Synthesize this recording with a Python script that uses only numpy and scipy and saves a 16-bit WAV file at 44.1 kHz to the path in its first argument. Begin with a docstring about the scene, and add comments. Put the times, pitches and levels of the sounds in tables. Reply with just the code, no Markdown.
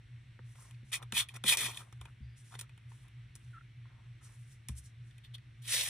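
"""Kittens in a cardboard box on a blanket, close up in stereo. First paws tick (struck resonances) and thump (floor modes);
at 0.9-1.8 s claws and fur scrape the walls (dense slips into resonances). A nose whistles faintly at 2.2 s (narrow noise),
scrapes and taps thin out, a kitten squeaks twice at 3.5-3.6 s (hoarse near-sine). Fur brushes and a paw lands at 4.2-4.9 s;
from 5.6 s the blanket rustles broadly. Throughout, a slow fan throbs on its mains hum (side tones) over rumble and hiss
(banded noise)."""
import sys
import numpy as np
from scipy import signal
from scipy.fft import rfft, irfft, next_fast_len
from scipy.io import wavfile

SR = 44100
rng = np.random.default_rng(int(sys.argv[2]) if len(sys.argv) > 2 else 0)


def pcm_store(signal):
    """Save signal as 16-bit PCM."""
    levels = np.round(np.clip(np.atleast_2d(signal), -1, 1) * 32767)
    wavfile.write(sys.argv[1], SR, levels.astype(np.int16).T)


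def field_ratio(decibels):
    """Amplitude ratio for a level in dB (20 dB per decade); scalars and array-likes work."""
    return 10 ** (np.asarray(decibels, dtype=float) / 20)


N = 259749

# claw strokes along a wall: start/s, rise/s, fall/s, peak level/dB, flatness/dB (0 a flat drag, low a claw tip)
STROKES = [(0.916, .016, 0.039, -39.5, -1.5), (1.015, .016, 0.0081, -67, 6), (1.122, .024, 0.051, -51.5, 7),
           (1.147, 0.03, 0.046, -30, -11), (1.285, .006, 0.039, -61.5, -18),
           (1.337, 0.0038, 0.018, -58.5, 0.5), (1.352, 0.011, 0.0092, -54, 7.5),
           (1.439, .024, 0.01, -43.5, 0.5), (1.464, 0.018, 0.0386, -26.5, -11),
           (1.493, .03, 0.034, -35.5, 1.5), (1.568, .01, 0.13, -40, -1.5), (1.598, .045, 0.04, -45, -2.5),
           (1.733, .038, 0.063, -57, -4), (2.51, 0.042, 0.0098, -61, -8), (2.584, .008, 0.042, -60, -5),
           (4.684, .005, 0.011, -62, -3.5), (5.234, .01, .025, -57.5, -40),
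           (5.335, .012, 0.013, -47.5, -31)]
# bodies leaning and sliding on a wall: start/s, hold/s, level/dB
LEANS = [(.54, 0.15, -70), (2.005, 0.068, -68), (2.9, 0.16, -77.5), (3.845, 0.202, -72), (4.2, 0.13, -71)]
# fur brushing fur and blanket: start/s, rise/s, hold/s, fall/s, level/dB
BRUSHES = [(0.438, 0.051, 0.065, 0.083, -67.5), (0.55, 0.057, 0.016, 0.073, -58.5),
           (0.845, 0.06, .003, .01, -64), (1.745, 0.024, .003, 0.011, -113),
           (1.813, .01, 0.15, 0.023, -79.5), (2.003, 0.0078, .03, 0.079, -73.5),
           (2.358, 0.018, .005, 0.1, -65.5), (2.441, .01, 0.096, 0.052, -68),
           (2.875, 0.024, 0.13, 0.069, -71), (3.347, 0.0046, 0.012, 0.18, -70),
           (4.207, 0.03, 0.0046, 0.054, -61), (4.279, 0.045, .005, 0.2, -68.5),
           (4.39, 0.12, 0.016, 0.029, -65), (4.69, .01, .005, 0.041, -60.5),
           (4.75, 0.032, .004, 0.022, -50), (4.813, 0.044, 0.0047, 0.028, -62),
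           (5.033, .038, 0.019, 0.074, -73.5), (5.55, 0.22, 0.0067, 0.043, -74.5)]
# a body shoving the blanket along the wall: start/s, rise/s, hold/s, fall/s, level/dB
SHOVES = [(5.618, 0.052, 0.014, 0.043, -51), (5.675, 0.064, 0.0078, 0.07, -32),
          (5.76, 0.036, 0.017, 0.037, -37.5), (5.807, 0.033, 0.05, .1, -44.5)]
# resonances of wall boom, flat claw, claw tip, fur and cloth: f/Hz, nominal width/Hz, relative level/dB
BOOM_MODES = [(230, 86, -3), (370, 160, -1.5), (620, 110, -14.5), (914, 310, 4.5), (1300, 450, -1.5)]
CLAW_LOW_MODES = [(1950, 200, -5), (2420, 200, 0)]
CLAW_HIGH_MODES = [(3200, 250, -3), (3480, 260, 0), (4250, 350, -8)]
FUR_MODES = [(5460, 3900, 4.5), (7060, 500, -6.5), (8300, 800, 1.5), (9140, 3700, 4.5), (10050, 380, -23),
             (14210, 4200, -3), (15000, 970, 0)]
CLOTH_MODES = [(230, 100, -16.5), (483, 380, -15), (850, 400, -17), (1960, 530, -2.5), (2600, 900, -3.5),
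               (3500, 1100, -1), (4556, 1190, -5.5), (14000, 3530, -7.5)]
# paw and claw taps: t/s, claw part level/dB, dull part level/dB, bright part level/dB
TAPS = [(0.3906, -94, -46.5, -96), (0.5545, -57, -53, -62), (0.71, -51, -68, -50.5),
        (0.7444, -55, -84, -85), (0.9298, -28, -79, -37), (1.0256, -42, -65, -45), (1.1224, -28, -32, -29),
        (1.1667, -20.5, -36, -43), (1.2869, -39, -96, -39.5), (1.4386, -27.5, -31.5, -29.5),
        (1.5716, -40, -42, -19), (1.7446, -41, -49, -44), (1.7721, -31.5, -75, -35),
        (1.9257, -51.5, -47.5, -50), (2.0124, -43.5, -45, -42), (2.0542, -46.5, -44.5, -48.5),
        (2.521, -51.5, -49, -64), (2.5401, -64, -40.5, -62), (2.5519, -40.5, -39.5, -72),
        (2.5913, -40.5, -50, -32.5), (2.598, -56, -56, -37), (2.6112, -62, -45.5, -31.5),
        (2.627, -58, -59, -64), (2.6938, -53, -55.5, -61), (2.7765, -55, -58, -58.5),
        (2.9167, -62, -49.5, -78), (3.0817, -76, -68, -60), (3.3537, -67, -63, -40),
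        (3.36, -62, -59.5, -43), (3.855, -73, -54.5, -88), (4.6856, -41, -52, -29), (4.692, -55, -51, -45),
        (5.1094, -54, -86, -63), (5.1808, -53, -79, -53.5), (5.247, -50.5, -74, -57),
        (5.3497, -65, -73, -70), (5.3814, -50, -78, -58.5)]
# weight landing on the box floor: t/s, level/dB, f of strongest push/Hz
THUMPS = [(0.39, -48.5, 372), (.828, -48, 171), (1.126, -35.5, 207), (1.442, -32.5, 230), (1.99, -41.5, 55),
          (2.204, -35.5, 85), (3.422, -50.5, 99.7), (4.691, -29.5, 96.5)]
# modes of the box floor: f/Hz, t60/s
FLOOR_MODES = [(68, .34), (140, .11), (176, .07), (203, .09), (380, .035), (500, .045)]
# two squeaks, points of each: t/s, f/Hz, level/dB
SQUEAKS = [
    [(3.533, 1465, -61), (3.545, 1352, -55), (3.56, 1309, -59), (3.585, 1351, -53), (3.59, 1292, -78.5)],
    [(3.605, 1469, -76.5), (3.612, 1390, -54.5), (3.618, 1330, -66.5)],
]
# nose whistle, one row: start/s, rise/s, hold/s, fall/s, level/dB
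NOSE = (2.21, .03, .09, .04, -80)
# hum side tones cut by the fan blades: order/turns, lag/quarter cycles
BLADE_ORDERS = [(-7, 2), (-5, 2), (-3, 1), (-1, 2), (0, 0), (1, 2), (2, 3), (3, 1)]
# one per side tone: rms level/dB
BLADE_DB = [-77, -81, -75, -55.5, -61.5, -60, -84, -62.5]
# spectra of room rumble and hiss: f/Hz, relative density/dB per Hz
RUMBLE = [(22, -42.5), (35, -25), (50, -5), (66, -9.5), (85, -9.5), (110, -2.5), (132, -11), (160, -17.5),
          (250, -25.5), (400, -25.5)]
HISS = [(330, -1), (450, -10), (700, -7), (1000, -9.5), (1500, -5.5), (1950, 0), (2500, -3.5), (3500, -7),
        (4700, -13), (5700, -18.5), (7000, -23), (10000, -24.5), (11500, -32), (13000, -30), (16000, -29.5)]
# left-right likeness of room noise: f/Hz, correlation/1
LIKENESS = [(25, .97), (130, .97), (220, .7), (380, 0.0), (700, -.5), (1300, .2), (2300, .95), (4500, .45),
            (15000, .1)]
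# lead of the left port for box sound, at full share: f/Hz, lead/rad
PORT_LEAD = [(300, 0.5), (700, 2), (1500, -0.5), (3600, 1), (4500, 7), (5300, 6), (16000, 6)]
# colour of the ports: f/Hz, gain/dB
PORT_COLOUR = [(300, -1.5), (4100, 0), (4800, -7), (5700, 1), (6500, -3.5), (10900, 3), (11800, -6.5),
               (16000, -6)]


def rms_one(x):
    """Scale to rms 1."""
    return x / np.sqrt(np.mean(x ** 2) + 1e-20)


def at_hz(points, hz):
    """Interpolate a table over log frequency."""
    table = np.array(points)
    return np.interp(np.log(hz), np.log(table[:, 0]), table[:, 1])


def drift(rate_hz):
    """Slow random wander of spread 1: noise through two equal poles at SR / 20."""
    r = np.exp(-40 * np.pi * rate_hz / SR)
    noise = rng.standard_normal(N // 20 + 2002)
    slow = signal.lfilter([1], [1, -2 * r, r * r], noise)[2000:]
    return np.interp(np.arange(N) / 20, np.arange(len(slow)), rms_one(slow))


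def resonate(x, hz, width_hz):
    """Two-pole resonance, gain 1 on top."""
    r = np.exp(-np.pi * width_hz / SR)
    poles = [1, -2 * r * np.cos(2 * np.pi * hz / SR), r * r]
    return signal.lfilter([(1 - r * r) / 2, 0, (r * r - 1) / 2], poles, x + 1e-18)


def panned(x, left_over_right_db):
    """Level difference between the sides."""
    return x * field_ratio(np.array([[left_over_right_db / 2], [-left_over_right_db / 2]]))


def swell(start_s, rise_s, hold_s, fall_s, bend=1.02):
    """Contact envelope in dB: silent before the start, a straight rise, a hold, a bent and bounded fall."""
    rise_db, fall_db, touch_s = 18, 14, 0.003  # depth one rise before, one fall after the peak; contact builds up
    age = np.arange(N) / SR - start_s
    rising = -rise_db * np.clip(1 - age / rise_s, 0, 1)
    falling = -fall_db * np.clip((age - rise_s - hold_s) / fall_s, 0, 4) ** bend
    return rising + falling + 20 * np.log10(np.clip(age / touch_s, 1e-9, 1))


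def swells(events):
    """Summed amplitude of (start, rise, hold, fall, level) events."""
    return sum(field_ratio(db + swell(*times)) for *times, db in events)


def rubbed(modes, slips_per_s, spread_db, wander_db, wide):
    """Dense uneven slips ring the board; as the contact moves, each resonance swells and fades."""
    out = np.zeros((2, N))
    for hz, width_hz, db in modes:
        sizes = field_ratio(spread_db * np.minimum(rng.exponential(1, (2, N)), 3.5))
        signs = rng.choice([-1, 1], (2, N))
        slips = sizes * signs * (rng.random((2, N)) < slips_per_s / SR)
        mid, side = resonate(resonate(slips, hz, 1.1 * width_hz), hz, 2 * width_hz)
        stereo = rms_one(mid + wide * side * [[1], [-1]])
        out += field_ratio(db + wander_db * drift(12.0)) * np.sqrt(width_hz) * stereo
    return rms_one(out)


def stroke_levels():
    """Stroke amplitudes of tip rasp, flat drag, boom and hiss; flatness and level set their balance."""
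    lift_bend = 2.2  # a claw lifts off more abruptly than fur fades
    firm_db, boom_db, boom_follows, boom_flat = -40, -9.5, 0.38, 0.62  # boom against a firm stroke
    fur_db, fur_flat = 4.5, 0.47
    rasps, drags, booms, hisses = np.zeros((4, N))
    for start_s, rise_s, fall_s, peak_db, flat_db in STROKES:
        db = peak_db + swell(start_s, rise_s, 0, fall_s, lift_bend)
        rasps += field_ratio(db)
        drags += field_ratio(db + flat_db)
        booms += field_ratio(firm_db + boom_db + boom_follows * (db - firm_db) + boom_flat * flat_db)
        hisses += field_ratio(db + fur_db + fur_flat * flat_db)
    return rasps, drags, booms, hisses


def snags():
    """Fibres snap under the claw: lone wide clicks of uneven size, rms 1."""
    snags_per_s, low_hz = 140, 1500
    sizes = field_ratio(1.9 * np.minimum(rng.exponential(1, N), 4)) * rng.choice([-1, 1], N)
    clicks = sizes * (rng.random(N) < snags_per_s / SR)
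    return rms_one(signal.sosfilt(signal.butter(2, low_hz, "high", fs=SR, output="sos"), clicks + 1e-18))


def brushing(fur):
    """Light brushing of fur on fur and blanket: wandering hiss with less of the top."""
    soft_hz, soft_db = 10200, -5.5
    below = signal.sosfiltfilt(signal.butter(4, soft_hz, fs=SR, output="sos"), fur)
    soft_fur = below + field_ratio(soft_db) * (fur - below)
    return swells(BRUSHES) * field_ratio(2.0 * drift(14.0)) * soft_fur


def rustling(scraping, fur):
    """Blanket cloth slips broadly under shoves, with fur hiss, and faintly under claw strokes."""
    fur_db, in_strokes_db = 0.5, -8.5
    shoving = swells(SHOVES)
    cloth = rubbed(CLOTH_MODES, 5000, spread_db=6.0, wander_db=-3.0, wide=.4)
    return (shoving + field_ratio(in_strokes_db) * scraping) * cloth + shoving * field_ratio(fur_db) * fur


def strokes():
    """One stroke drives boom, claw rasp and hiss together; leaning only booms, fur hisses, the blanket rustles."""
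    snag_db, lean_rise_s, lean_fall_s = -8, .015, .03
    low = rubbed(CLAW_LOW_MODES, 1800, spread_db=-1.0, wander_db=1.5, wide=0.235)
    high = rubbed(CLAW_HIGH_MODES, 2200, spread_db=3.5, wander_db=1.2, wide=.5)
    boom = rubbed(BOOM_MODES, 1200, spread_db=2.5, wander_db=-4.8, wide=0.081)
    boom = panned(boom, 2.5)  # the booming wall is on the left
    fur = rubbed(FUR_MODES, 7000, spread_db=3.5, wander_db=1.8, wide=.4)
    rasps, drags, booms, hisses = stroke_levels()
    booms = booms + swells([(s, lean_rise_s, hold_s, lean_fall_s, db) for s, hold_s, db in LEANS])
    scrape = rasps * high + drags * low + booms * boom + hisses * fur
    catch = field_ratio(2.2 * np.tanh(drift(60.0)))  # the claw catches and lets go
    caught = catch * (scrape + rustling(drags + rasps, fur))
    return caught + brushing(fur) + field_ratio(snag_db) * hisses * snags()


def taps():
    """A tap is a short cluster of slips into the same resonances, fresh strengths each time, plus a bare crack."""
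    rise_s, decay_s, crack_db, crack_s = 0.00077, 0.0021, -1.5, 0.0018
    out, t = np.zeros(N), np.arange(2048) / SR
    for s, claw_db, dull_db, bright_db in TAPS:
        slips = rng.standard_normal(len(t)) ** 3 * np.exp(-t / decay_s) * np.minimum(t / rise_s, 1)
        crack = signal.lfilter([0.7, -0.21, -0.0073, -0.47], 1, rng.standard_normal(len(t)))
        tap = field_ratio(bright_db + crack_db) * crack * np.exp(-t / crack_s)
        parts = ((BOOM_MODES[1:], dull_db), (CLAW_LOW_MODES + CLAW_HIGH_MODES, claw_db), (FUR_MODES, bright_db))
        for modes, part_db in parts:
            ring = np.zeros(len(t))
            for hz, width_hz, db in modes:
                mode = resonate(resonate(slips, hz, width_hz), hz, 3 * width_hz)
                ring += field_ratio(db + rng.normal(0, 2.5)) * mode
            tap += field_ratio(part_db) * ring / np.abs(ring).max()
        i = round(s * SR)
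        out[i:i + len(t)] += tap
    return out


def thumps():
    """The box floor flexes under a soft push and its modes ring a few cycles."""
    loss_db_per_octave2 = 5.5  # grows with the square of a mode's distance from the push
    out, age = np.zeros(N + SR), np.arange(SR) / SR
    for s, peak_db, push_hz in THUMPS:
        i = round(s * SR)
        for hz, t60_s in FLOOR_MODES:
            db = peak_db - loss_db_per_octave2 * np.log2(hz / push_hz) ** 2 - 60 * age / t60_s
            onset = 1 - np.exp(-(age * hz) ** 2)
            out[i:i + SR] += field_ratio(db) * onset * np.sin(2 * np.pi * hz * age)
    return out[:N]


def squeaks():
    """A thin, slightly hoarse near-sine with a weak octave and some breath."""
    t, rows, edge_s = np.arange(N) / SR, np.vstack(SQUEAKS), .003
    gate = np.zeros(N)
    for points in SQUEAKS:
        first_s, last_s = points[0][0], points[-1][0]
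        gate += np.interp(t, [first_s - edge_s, first_s, last_s, last_s + edge_s], [0, 1, 1, 0])
    hz = np.interp(t, rows[:, 0], rows[:, 1])
    db = np.interp(t, rows[:, 0], rows[:, 2])
    phase = 2 * np.pi * np.cumsum(hz * (1 + 0.018 * drift(176.0))) / SR
    tone = np.sqrt(2) * (np.sin(phase) + field_ratio(-24.5) * np.sin(2 * phase)) * field_ratio(1.5 * drift(120.0))
    breath = field_ratio(-11.0) * rms_one(resonate(resonate(rng.standard_normal(N), 1560, 420), 1460, 590))
    return gate * field_ratio(db) * (tone + breath)


def walls(x):
    """Close echoes off the box walls comb the sound finely; each reaches the ports a little apart."""
    out = x.copy()
    for k, (lag_s, apart_s) in enumerate(rng.uniform([.001, -.0001], [.009, .0001], (8, 2))):
        gain = (-1) ** k * field_ratio(-15.5 - 580 * lag_s)
        for side, side_lag_s in enumerate((lag_s + apart_s, lag_s - apart_s)):
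            lag = round(side_lag_s * SR)
            out[side, lag:] += gain * x[side, :-lag]
    return out


def nose_whistle():
    """Breath through a small nose: narrow noise with a wavering level."""
    *times, db = NOSE
    puff = rms_one(resonate(resonate(rng.standard_normal(N), 4700, 150), 4930, 220))
    return field_ratio(db + swell(*times) + 4.5 * drift(25.0)) * puff


def fan():
    """Blades chop the mains hum into side tones spaced by the turning rate: it throbs once a turn."""
    mains_hz, turns_per_s, start_turns = 120.05, 3.281, -.006
    t = np.arange(N) / SR
    turn = turns_per_s * t + start_turns
    out = np.zeros(N)
    for (order, lag), db in zip(BLADE_ORDERS, BLADE_DB):
        out += np.sqrt(2) * field_ratio(db) * np.sin(2 * np.pi * (mains_hz * t + order * turn - lag / 4))
    return out


def room(x):
    """Six feedback delays a side, duller on every round."""
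    t60_s, wall_cut_hz = 0.17, 4200
    out, dull = np.zeros((2, N)), np.exp(-2 * np.pi * wall_cut_hz / SR)
    for k, lag in enumerate((rng.uniform(0.011, .035, 12) * SR).astype(int)):
        loop, gain, state = x.copy(), field_ratio(-60 * lag / SR / t60_s), [0.]
        for i in range(lag, N, lag):
            back, state = signal.lfilter([gain * (1 - dull)], [1, -dull], loop[i - lag:i], zi=state)
            loop[i:i + lag] += back[:N - i]
        out[k % 2] += (loop - x) * (-1) ** (k // 2)
    return out


def banded_noise(spectrum, low_hz, octaves, patchy_db):
    """Third-octave bands of stereo noise, each with its own flicker and likeness; rms 1."""
    out, edges_hz = 0, low_hz * 2 ** np.arange(0, octaves, 1 / 3)
    white = rng.standard_normal((2, 2, N + SR // 4))  # neighbouring bands take turns
    for k, (low, high) in enumerate(zip(edges_hz, edges_hz[1:])):
        band = signal.butter(2, [low, high], "band", fs=SR, output="sos")
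        mid, side = signal.sosfilt(band, white[k % 2])[:, -N:]
        hz = np.sqrt(low * high)
        alike = np.clip(at_hz(LIKENESS, hz), -.8, 1)
        gain = field_ratio(at_hz(spectrum, hz) + patchy_db * drift(7.4) + .6 * drift(0.23))
        out = out + gain * (np.sqrt(1 + alike) * mid + np.sqrt(1 - alike) * side * [[1], [-1]])
    return rms_one(out)


def room_noise():
    """Low rumble and broad hiss, each a sum of flickering noise bands."""
    rumble = field_ratio(-60.5) * banded_noise(RUMBLE, 21.42, 4.1, patchy_db=1)
    hiss = field_ratio(-69) * banded_noise(HISS, 363, 5.7, patchy_db=.6)
    return rumble + hiss


def narrow_hiss():
    """Faint continuous stereo noise through two resonances, slowly wavering."""
    noise = rms_one(resonate(resonate(rng.standard_normal((2, N)), 8100, 350), 5700, 450))
    return field_ratio(-88.5 + 1.5 * drift(2.5)) * noise


def ports(x, lead_share):
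    """The microphone ports colour what passes them and give the left a share of the phase lead."""
    in_step_hz = 250  # below this the ports hear long waves more and more in step
    size = next_fast_len(N + 4096)
    hz = np.arange(size // 2 + 1) * SR / size + 1
    lead_rad = at_hz(PORT_LEAD, hz) * lead_share * np.minimum(hz / in_step_hz, 1) ** 2
    response = field_ratio(at_hz(PORT_COLOUR, hz)) * np.exp(.5j * lead_rad * [[1], [-1]])
    return irfft(rfft(x, size) * response, size)[:, :N]


def scene():
    """Box and room through the ports; nose whistle, narrow hiss and fan added directly."""
    box = walls(strokes() + taps() + squeaks())
    around = room_noise() + field_ratio(-18) * room(box.mean(axis=0))
    near = box + panned(thumps(), .8)
    return ports(near, lead_share=0.83) + ports(around, lead_share=0) + nose_whistle() + narrow_hiss() + fan()


def top_cut(x):
    """Nothing passes above the cut-off."""
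    return signal.sosfilt(signal.butter(12, 16580, fs=SR, output="sos"), x)


def record(dry):
    """A steep low-pass cuts the top."""
    stop_hz = 16080  # 50 dB down from here
    mix = signal.sosfilt(signal.cheby2(12, 50, stop_hz, fs=SR, output="sos"), dry)
    return top_cut(mix)


dry = scene()
out = record(dry)
pcm_store(out)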